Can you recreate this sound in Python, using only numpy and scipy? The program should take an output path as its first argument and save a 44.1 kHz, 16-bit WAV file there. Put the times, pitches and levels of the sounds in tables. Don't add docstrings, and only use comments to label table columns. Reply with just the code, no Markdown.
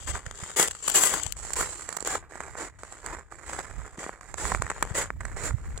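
import sys
import numpy as np
from scipy import signal
from scipy.fft import rfft, irfft
from scipy.io import wavfile
from scipy.ndimage import uniform_filter1d, map_coordinates

SR = 44100
rng = np.random.default_rng(int(sys.argv[2]) if len(sys.argv) > 2 else 0)


def to_wav(sig):
    pcm = np.clip(np.atleast_2d(sig), -1, 1) * 32767
    pcm = np.round(pcm).astype(np.int16)
    wavfile.write(sys.argv[1], SR, pcm.T)


N = 255780
TIME = np.arange(N) / SR
SLOW_TIME = TIME[::40]


def footsteps(crunch_db=-4.5, creak_db=-4, crisp_db=-1, light_load_db=-3.5):
    load_db, top_db, crisp_pan_db = gait()
    crunch_pan_db = -3 + 0.19 * crisp_pan_db
    yield_db = 1.26 * wander(rate_hz=70)
    load_db, top_db = load_db + yield_db, top_db + yield_db
    grains = fractures(load_db)
    pops, ticks = crusts(CRUST_BREAKS) + crusts(crumbs(load_db, top_db))
    packing_db = load_db + np.interp(load_db, [-47, -34], [light_load_db, 0])
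    low = reflection(grains) * undb(packing_db + crunch_db)
    high = grains * undb(top_db + crisp_db)
    lumps = creak(load_db) * undb(packing_db + creak_db)
    loudness_db = 10 * np.log10(undb(top_db) ** 2 + mean_power(ticks, samples=661))
    ports = []
    for port, side in enumerate((1, -1)):
        crunch = lumps + dull_crunch(low, pops, port)
        crisp = brighten(crisp_top(high, ticks, port), loudness_db)
        ports.append(pan_gain(side * crunch_pan_db) * crunch + pan_gain(side * crisp_pan_db) * crisp)
    return np.array([np.roll(ports[0], 3), ports[1]])


# start_s, length_s, crunch_db, crisp_db, pan_db
LANDINGS = [(0.059, 0.067, -38, -32, 14), (0.119, 0.07, -38, -35.5, 11), (0.556, 0.098, -28.5, -20.5, 6.5),
            (0.936, 0.077, -28.5, -17.5, 5.5), (1.004, 0.098, -31.5, -20, 8.5), (1.55, 0.1, -33, -27, -2.5),
            (2.045, 0.13, -34, -30, 0.5), (2.561, 0.11, -36.5, -36.5, -4), (3.025, 0.17, -40.5, -45, -5.5),
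            (3.452, 0.19, -41, -40, -3.5), (3.969, 0.13, -40, -39.5, -1), (4.362, 0.2, -36.5, -32.5, -3.5),
            (4.937, 0.1, -31, -27.5, -0.5), (5.423, 0.071, -33, -29, -5.5)]
# start_s, length_s, crunch_db, crisp_db, pan_db
SOLE_ROLLS = [(-0.02, 0.18, -54, -43.5, 10), (0.186, 0.23, -54.5, -53.5, 10), (0.345, 0.2, -46.5, -41, 5),
              (0.647, 0.19, -54.5, -45, 4.5), (0.821, 0.26, -42, -31, 6), (1.094, 0.11, -35, -29, 9),
              (1.205, 0.1, -49.5, -41.5, 21), (1.359, 0.48, -45, -38.5, -5.5),
              (1.775, 0.26, -47.5, -46, -10), (2.177, .1, -50.5, -85, -1), (2.291, 0.27, -45.5, -50.5, -9),
              (2.782, 0.23, -50, -50.5, -2.5), (3.299, 0.41, -48, -51.5, -12),
              (3.65, .3, -48.5, -53.5, -0.5), (4.107, 0.045, -45, -53, -8), (4.2, 0.51, -49, -51.5, -14),
              (4.574, 0.49, -44.5, -48.5, 7.5), (5.19, 0.17, -47, -53.5, -9),
              (5.357, 0.089, -39.5, -39.5, -8), (5.512, 0.33, -51.5, -56.5, -3)]

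def gait(settle_db=-12.5, dulling_db=2.5, lift_db_per_s=114):
    moves = []
    for start_s, length_s, crunch_db, crisp_db, pan_db in LANDINGS:
        landing = boot_load(start_s, length_s, release_s=0.016)
        settling = undb(settle_db) * boot_load(start_s, length_s + 0.026, release_s=0.02)
        age = SLOW_TIME - start_s
        fade_db = dulling_db * np.clip(age / length_s, 0, 1)
        fade_db += lift_db_per_s * np.clip(age - length_s, 0, 1)
        moves.append((landing ** 2 + settling ** 2, crunch_db, crisp_db - fade_db, pan_db))
    for start_s, length_s, *levels in SOLE_ROLLS:
        roll = boot_load(start_s, length_s, release_s=0.028, attack_s=0.0087, arch_db=3.5)
        moves.append((roll ** 2, *levels))
    crunch, crisp, side = undb(-61.5) ** 2, undb(-69) ** 2, 0
    for power, crunch_db, crisp_db, pan_db in moves:
        top = power * undb(crisp_db) ** 2
        crunch += power * undb(crunch_db) ** 2
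        crisp += top
        side += top * pan_db
    curves = 10 * np.log10(crunch), 10 * np.log10(crisp), side / crisp
    return [np.interp(TIME, SLOW_TIME, curve) for curve in curves]


def boot_load(start_s, length_s, release_s, attack_s=0.014, arch_db=6):
    age = SLOW_TIME - start_s
    progress = np.clip(age / length_s, 0, 1)
    arch = undb(-arch_db * (2 * progress - 1) ** 2)
    release = np.exp(-np.maximum(age - length_s, 0) / release_s)
    return np.clip(age / attack_s, 0, 1) * arch * release


def fractures(load_db, base_per_s=1900, spread_db=5):
    per_s = base_per_s * np.exp(0.45 * np.maximum(load_db + 45, 0))
    snaps = rng.random(N) < per_s / SR
    sizes = undb(spread_db * np.minimum(rng.standard_normal(N), 2) + wander(rate_hz=200))
    pulses = snaps * sizes * rng.choice([-1, 1], N)
    return pulses / np.sqrt(mean_power(pulses, samples=1100) + 1e-9)


# frequency_hz, left_db, right_db
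CRUNCH_SPECTRUM = [(58.3, -21.5, -30.5), (172, 9, -2.5), (286, -4.5, 1), (450, 5, -1), (750, 0, -2),
                   (1260, 0.5, 0), (1870, -6, 2), (2365, -0.5, -6), (2750, -12.5, -34.5), (8400, -49, -41)]

def dull_crunch(grains, pops, port, scatter=0.18, pop_db=-9.5):
    drive = grains + scatter * shatter(grains, decay_ms=2.1) + pops * undb(pop_db)
    return colour(drive, CRUNCH_SPECTRUM, port)


# frequency_hz, left_db, right_db
CRISP_SPECTRUM = [(800, -36, -38), (2000, -17, -22), (2700, -12, -18), (3300, -12, -25), (4100, -15, -16),
                  (5500, -16, -16), (6400, -10, -11), (7200, 1, -1), (7750, -2, 1), (8700, -12, -13),
                  (10000, -16, -12), (11500, -21, -21), (13500, -25, -24), (15500, -29, -26)]

def crisp_top(grains, ticks, port):
    splinters = reflection(shatter(grains, decay_ms=0.96)) + shatter(ticks, decay_ms=1.0)
    return colour(reflection(splinters, lag_ms=0.709, strength=0.35), CRISP_SPECTRUM, port)


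def brighten(crisp, loudness_db, edge_hz=9600, knee_db=-28.5):
    edge = signal.sosfiltfilt(signal.butter(4, edge_hz, "high", fs=SR, output="sos"), crisp)
    edge_db = np.clip(1.3 * (loudness_db - knee_db), -9.5, 6.5)
    return crisp + edge * (undb(edge_db) - 1)


def creak(load_db, low_hz=290, high_hz=1950, q=12):
    out, power = 0, 0
    for pitch_hz in np.geomspace(low_hz, high_hz, 13):
        share = undb(5 * wander(rate_hz=22)) * pitch_hz ** 0.45
        ring = signal.lfilter(*signal.iirpeak(pitch_hz, q, fs=SR), fractures(load_db))
        out += share * unit(ring)
        power += share ** 2
    return out / np.sqrt(power)


# start_s, crunch_db, crisp_db, spread_ms, pitch_hz
CRUST_BREAKS = [(0.1547, -31.5, -51, 0.94, 1250), (0.2638, -38, -38.5, 1.45, 1350),
                (0.3115, -40.5, -38.5, 0.49, 1150), (0.4356, -38.5, -38, 1.6, 1320),
                (0.5968, -23, -20, 1.67, 600), (0.6275, -31, -20.5, 1.1, 890),
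                (0.676, -40.5, -26, 3.6, 534), (0.7098, -40, -30.5, 3.3, 1480),
                (0.7498, -44, -42, 1.6, 1190), (0.8784, -28.5, -21.5, 2.6, 1160),
                (0.8989, -34, -24.5, 1.8, 1020), (1.0366, -26, -19, 0.33, 1210),
                (1.1387, -26, -28, 2.3, 970), (1.2337, -59, -28.5, 0.76, 1180),
                (1.2644, -41, -29, 1.6, 840), (1.3231, -50, -24, 0.6, 1850),
                (1.5052, -37.5, -39, 0.65, 1050), (1.534, -43, -28, 1.9, 1550),
                (1.6068, -25.5, -31, 2.08, 1080), (1.8896, -35, -33, 1.04, 1120),
                (1.9266, -38.5, -33.5, 1.8, 1060), (1.9675, -34, -28, 2.06, 890),
                (1.986, -41.5, -46, 1.3, 750), (2.0052, -46, -36, 1.1, 550), (2.0254, -38.5, -40, 1.6, 437),
                (2.0488, -40, -33, 1.35, 546), (2.0735, -31, -27.5, 1.24, 570),
                (2.1533, -25.5, -33.5, 2.3, 785), (2.3557, -38, -46.5, 0.91, 670),
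                (2.405, -31.5, -39, 0.16, 1070), (2.5536, -38, -52, 0.57, 760),
                (2.8341, -38, -44.5, 0.95, 880), (2.9227, -45.5, -44, 1.6, 550),
                (3.0623, -38.5, -32.5, 0.69, 1320), (3.3225, -40.5, -49, 1.24, 960),
                (3.589, -32.5, -36, 2.7, 695), (4.0643, -35, -58, 0.97, 600),
                (4.0932, -32.5, -62, 0.65, 740), (4.2102, -43, -47, 0.99, 1170),
                (4.3419, -34.5, -35, 0.25, 750), (4.4532, -29.5, -44, 0.32, 1340),
                (4.4793, -40, -33.5, .3, 730), (4.5187, -23, -33, 2.08, 940), (4.5483, -22, -34, 0.3, 1350),
                (4.621, -25.5, -30.5, 1.42, 1000), (4.6659, -33.5, -46, 0.95, 1500),
                (4.7007, -26, -33.5, 1.9, 1440), (4.7155, -31.5, -44, .7, 1354),
                (4.8257, -20.5, -25.5, 1.59, 1240), (4.8514, -38.5, -42, .8, 655),
                (5.1039, -27.5, -49, 0.21, 1330), (5.2069, -34, -44, 3, 1340),
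                (5.2522, -33, -37.5, 1.7, 1570), (5.3693, -39, -48, 0.52, 720), (5.508, -36, -61, .4, 1180),
                (5.7765, -46, -36.5, 1.56, 514)]

def crusts(breaks, decay_cycles=0.37, aftersnaps=8):
    age = np.arange(2048) / SR
    out = np.zeros((2, N + 2 * len(age)))
    for start_s, crunch_db, crisp_db, spread_ms, pitch_hz in breaks:
        delay_s = np.r_[0, 0.5 + 2 * rng.random(aftersnaps) * spread_ms] / 1000
        sizes = np.r_[1, rng.standard_normal(aftersnaps) * spread_ms / 5] * rng.choice([-1, 1])
        snaps = np.bincount((delay_s * SR).astype(int), sizes, len(age))[:len(age)]
        ring = np.exp(-age * pitch_hz / decay_cycles) * np.cos(2 * np.pi * pitch_hz * age)
        pop = irfft(rfft(snaps) * rfft(ring))
        start = max(int(start_s * SR), 0)
        for layer, wave, level_db in zip(out, (pop, snaps), (crunch_db, crisp_db)):
            rms = np.linalg.norm(wave) / np.sqrt(0.01 * SR)
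            layer[start:start + len(age)] += wave * undb(level_db) / rms
    return out[:, :N]


def crumbs(load_db, top_db, per_s=115):
    count = int(per_s * N / SR)
    size, spread, pitch = rng.standard_normal((count, 3)).clip(-2, 2).T
    at = rng.integers(0, N, count)
    size_db = -3 - 0.53 * np.maximum(load_db[at] + 42.5, 0) + 3 * size
    spread_ms = 0.912 * np.exp(spread / 2)
    pitch_hz = 1150 * np.exp(0.26 * pitch)
    return np.c_[at / SR, load_db[at] + size_db, top_db[at] + size_db - 4, spread_ms, pitch_hz]


def shatter(pulses, decay_ms):
    pole = np.exp(-2 / (decay_ms / 1000 * SR))
    power = signal.lfilter([1 - pole], [1, -pole], pulses ** 2)
    return np.sqrt(power) * rng.standard_normal(N)


def reflection(sound, lag_ms=2.6, strength=0.84, sway=0.1244):
    lag = lag_ms / 1000 * SR * (1 + sway * wander(rate_hz=3))
    reflected = map_coordinates(sound, [np.arange(N) - lag], order=3)
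    return (sound + strength * reflected) / np.sqrt(1 + strength ** 2)


# peak_s, length_s, level_db, right_share
WIND_GUSTS = [(0.077, 0.29, -37.5, 1), (0.694, 0.12, -51, 0.1), (1.33, 0.33, -42, .6),
              (1.62, 0.14, -38.5, .3), (2.16, 0.12, -47, 0.1), (2.565, 0.31, -49.5, 0.46),
              (3.13, 0.087, -41, 0.47), (3.53, 0.094, -41.5, 0.03), (3.757, 0.17, -36.5, 1),
              (4.533, 0.21, -31, 0.99), (4.926, 0.28, -38, 0.18), (5.443, 0.46, -32.5, 0.84),
              (5.77, 0.14, -32.5, 0)]
# frequency_hz, level_db
WIND_SPECTRUM = [(15, -21), (42, 3.5), (75, 0), (115, -7), (180, -16.5), (300, -24), (900, -58.5)]

def wind(breeze_db=-55.5, gain_db=2, flutter_db=3.5):
    power = undb(breeze_db) ** 2
    for peak_s, length_s, level_db, right_share in WIND_GUSTS:
        gust = undb(level_db) ** 2 * np.exp(-(2 * (TIME - peak_s) / length_s) ** 2)
        power += np.outer([1 - right_share, right_share], gust)
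    swirl = np.array([colour(rng.standard_normal(N), WIND_SPECTRUM)
                      * undb(flutter_db * wander(rate_hz=26)) for _ in range(2)])
    return swirl * undb(gain_db) * np.sqrt(power / (mean_power(swirl, samples=12000) + 1e-9))


# centre_s, level_db, pitch_hz, half_width_ms, right_share
LOW_THUMPS = [(0.145, -22, 73, 4.6, 1), (0.272, -22.5, 70, 3.8, 1), (0.431, -25.5, 106, 3.7, 1),
              (1.264, -23.5, 82, 4.7, 0.1), (3.985, -23, 225, 1.6, 0.53), (4.602, -15.5, 82.5, 3.1, .97),
              (4.915, -17, 78.6, 3.4, .03), (5.482, -21.5, 77.5, 8.3, 1), (5.546, -14.5, 103, 7.3, 1),
              (5.746, -19, 60, 5, 0)]

def thumps():
    out = np.zeros((2, N))
    for centre_s, level_db, pitch_hz, half_width_ms, right_share in LOW_THUMPS:
        age = TIME - centre_s
        envelope = undb(level_db) * np.exp(-(age * 1000 / half_width_ms) ** 2)
        thump = -envelope * np.sin(2 * np.pi * pitch_hz * age)
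        out += np.outer([1 - right_share, right_share], thump)
    return out


# frequency_hz, level_db
AIR_SPECTRUM = [(40, 14), (2000, -26), (3500, -36.5), (7500, -38), (10000, -43), (16000, -32)]

def field_hush(level_db=-69):
    return undb(level_db) * np.array([colour(rng.standard_normal(N), AIR_SPECTRUM) for _ in range(2)])


def colour(sound, spectrum, port=0, size=4096):
    points = np.array(spectrum, float)
    hz = np.maximum(np.arange(size // 2 + 1) * SR / size, 1)
    gain_db = np.interp(np.log(hz), np.log(points[:, 0]), points[:, 1 + port])
    cepstrum = irfft(np.log(undb(gain_db)))
    cepstrum[1:size // 2] *= 2
    cepstrum[size // 2 + 1:] = 0
    response = irfft(np.exp(rfft(cepstrum)))
    return signal.fftconvolve(sound, response / np.linalg.norm(response))[:N]


def wander(rate_hz):
    hold = int(SR / rate_hz)
    stairs = np.repeat(rng.standard_normal(N // hold + 1), hold)
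    return unit(uniform_filter1d(stairs, hold)[:N])


def pan_gain(lead_db):
    return np.sqrt(2 / (1 + undb(-2 * lead_db)))


def mean_power(sound, samples):
    return np.abs(uniform_filter1d(sound ** 2, size=samples))


def unit(sound):
    return sound / np.sqrt(np.mean(sound ** 2))


def undb(db):
    return 10 ** (np.asarray(db) / 20)


def scene():
    return footsteps() + wind() + thumps() + field_hush()


def record(dry, ceiling=0.8, cutoff_hz=15900):
    rounded = ceiling * np.tanh(dry / ceiling)
    return signal.sosfilt(signal.ellip(10, 0.2, 80, cutoff_hz, fs=SR, output="sos"), rounded)


dry = scene()
out = record(dry)
to_wav(out)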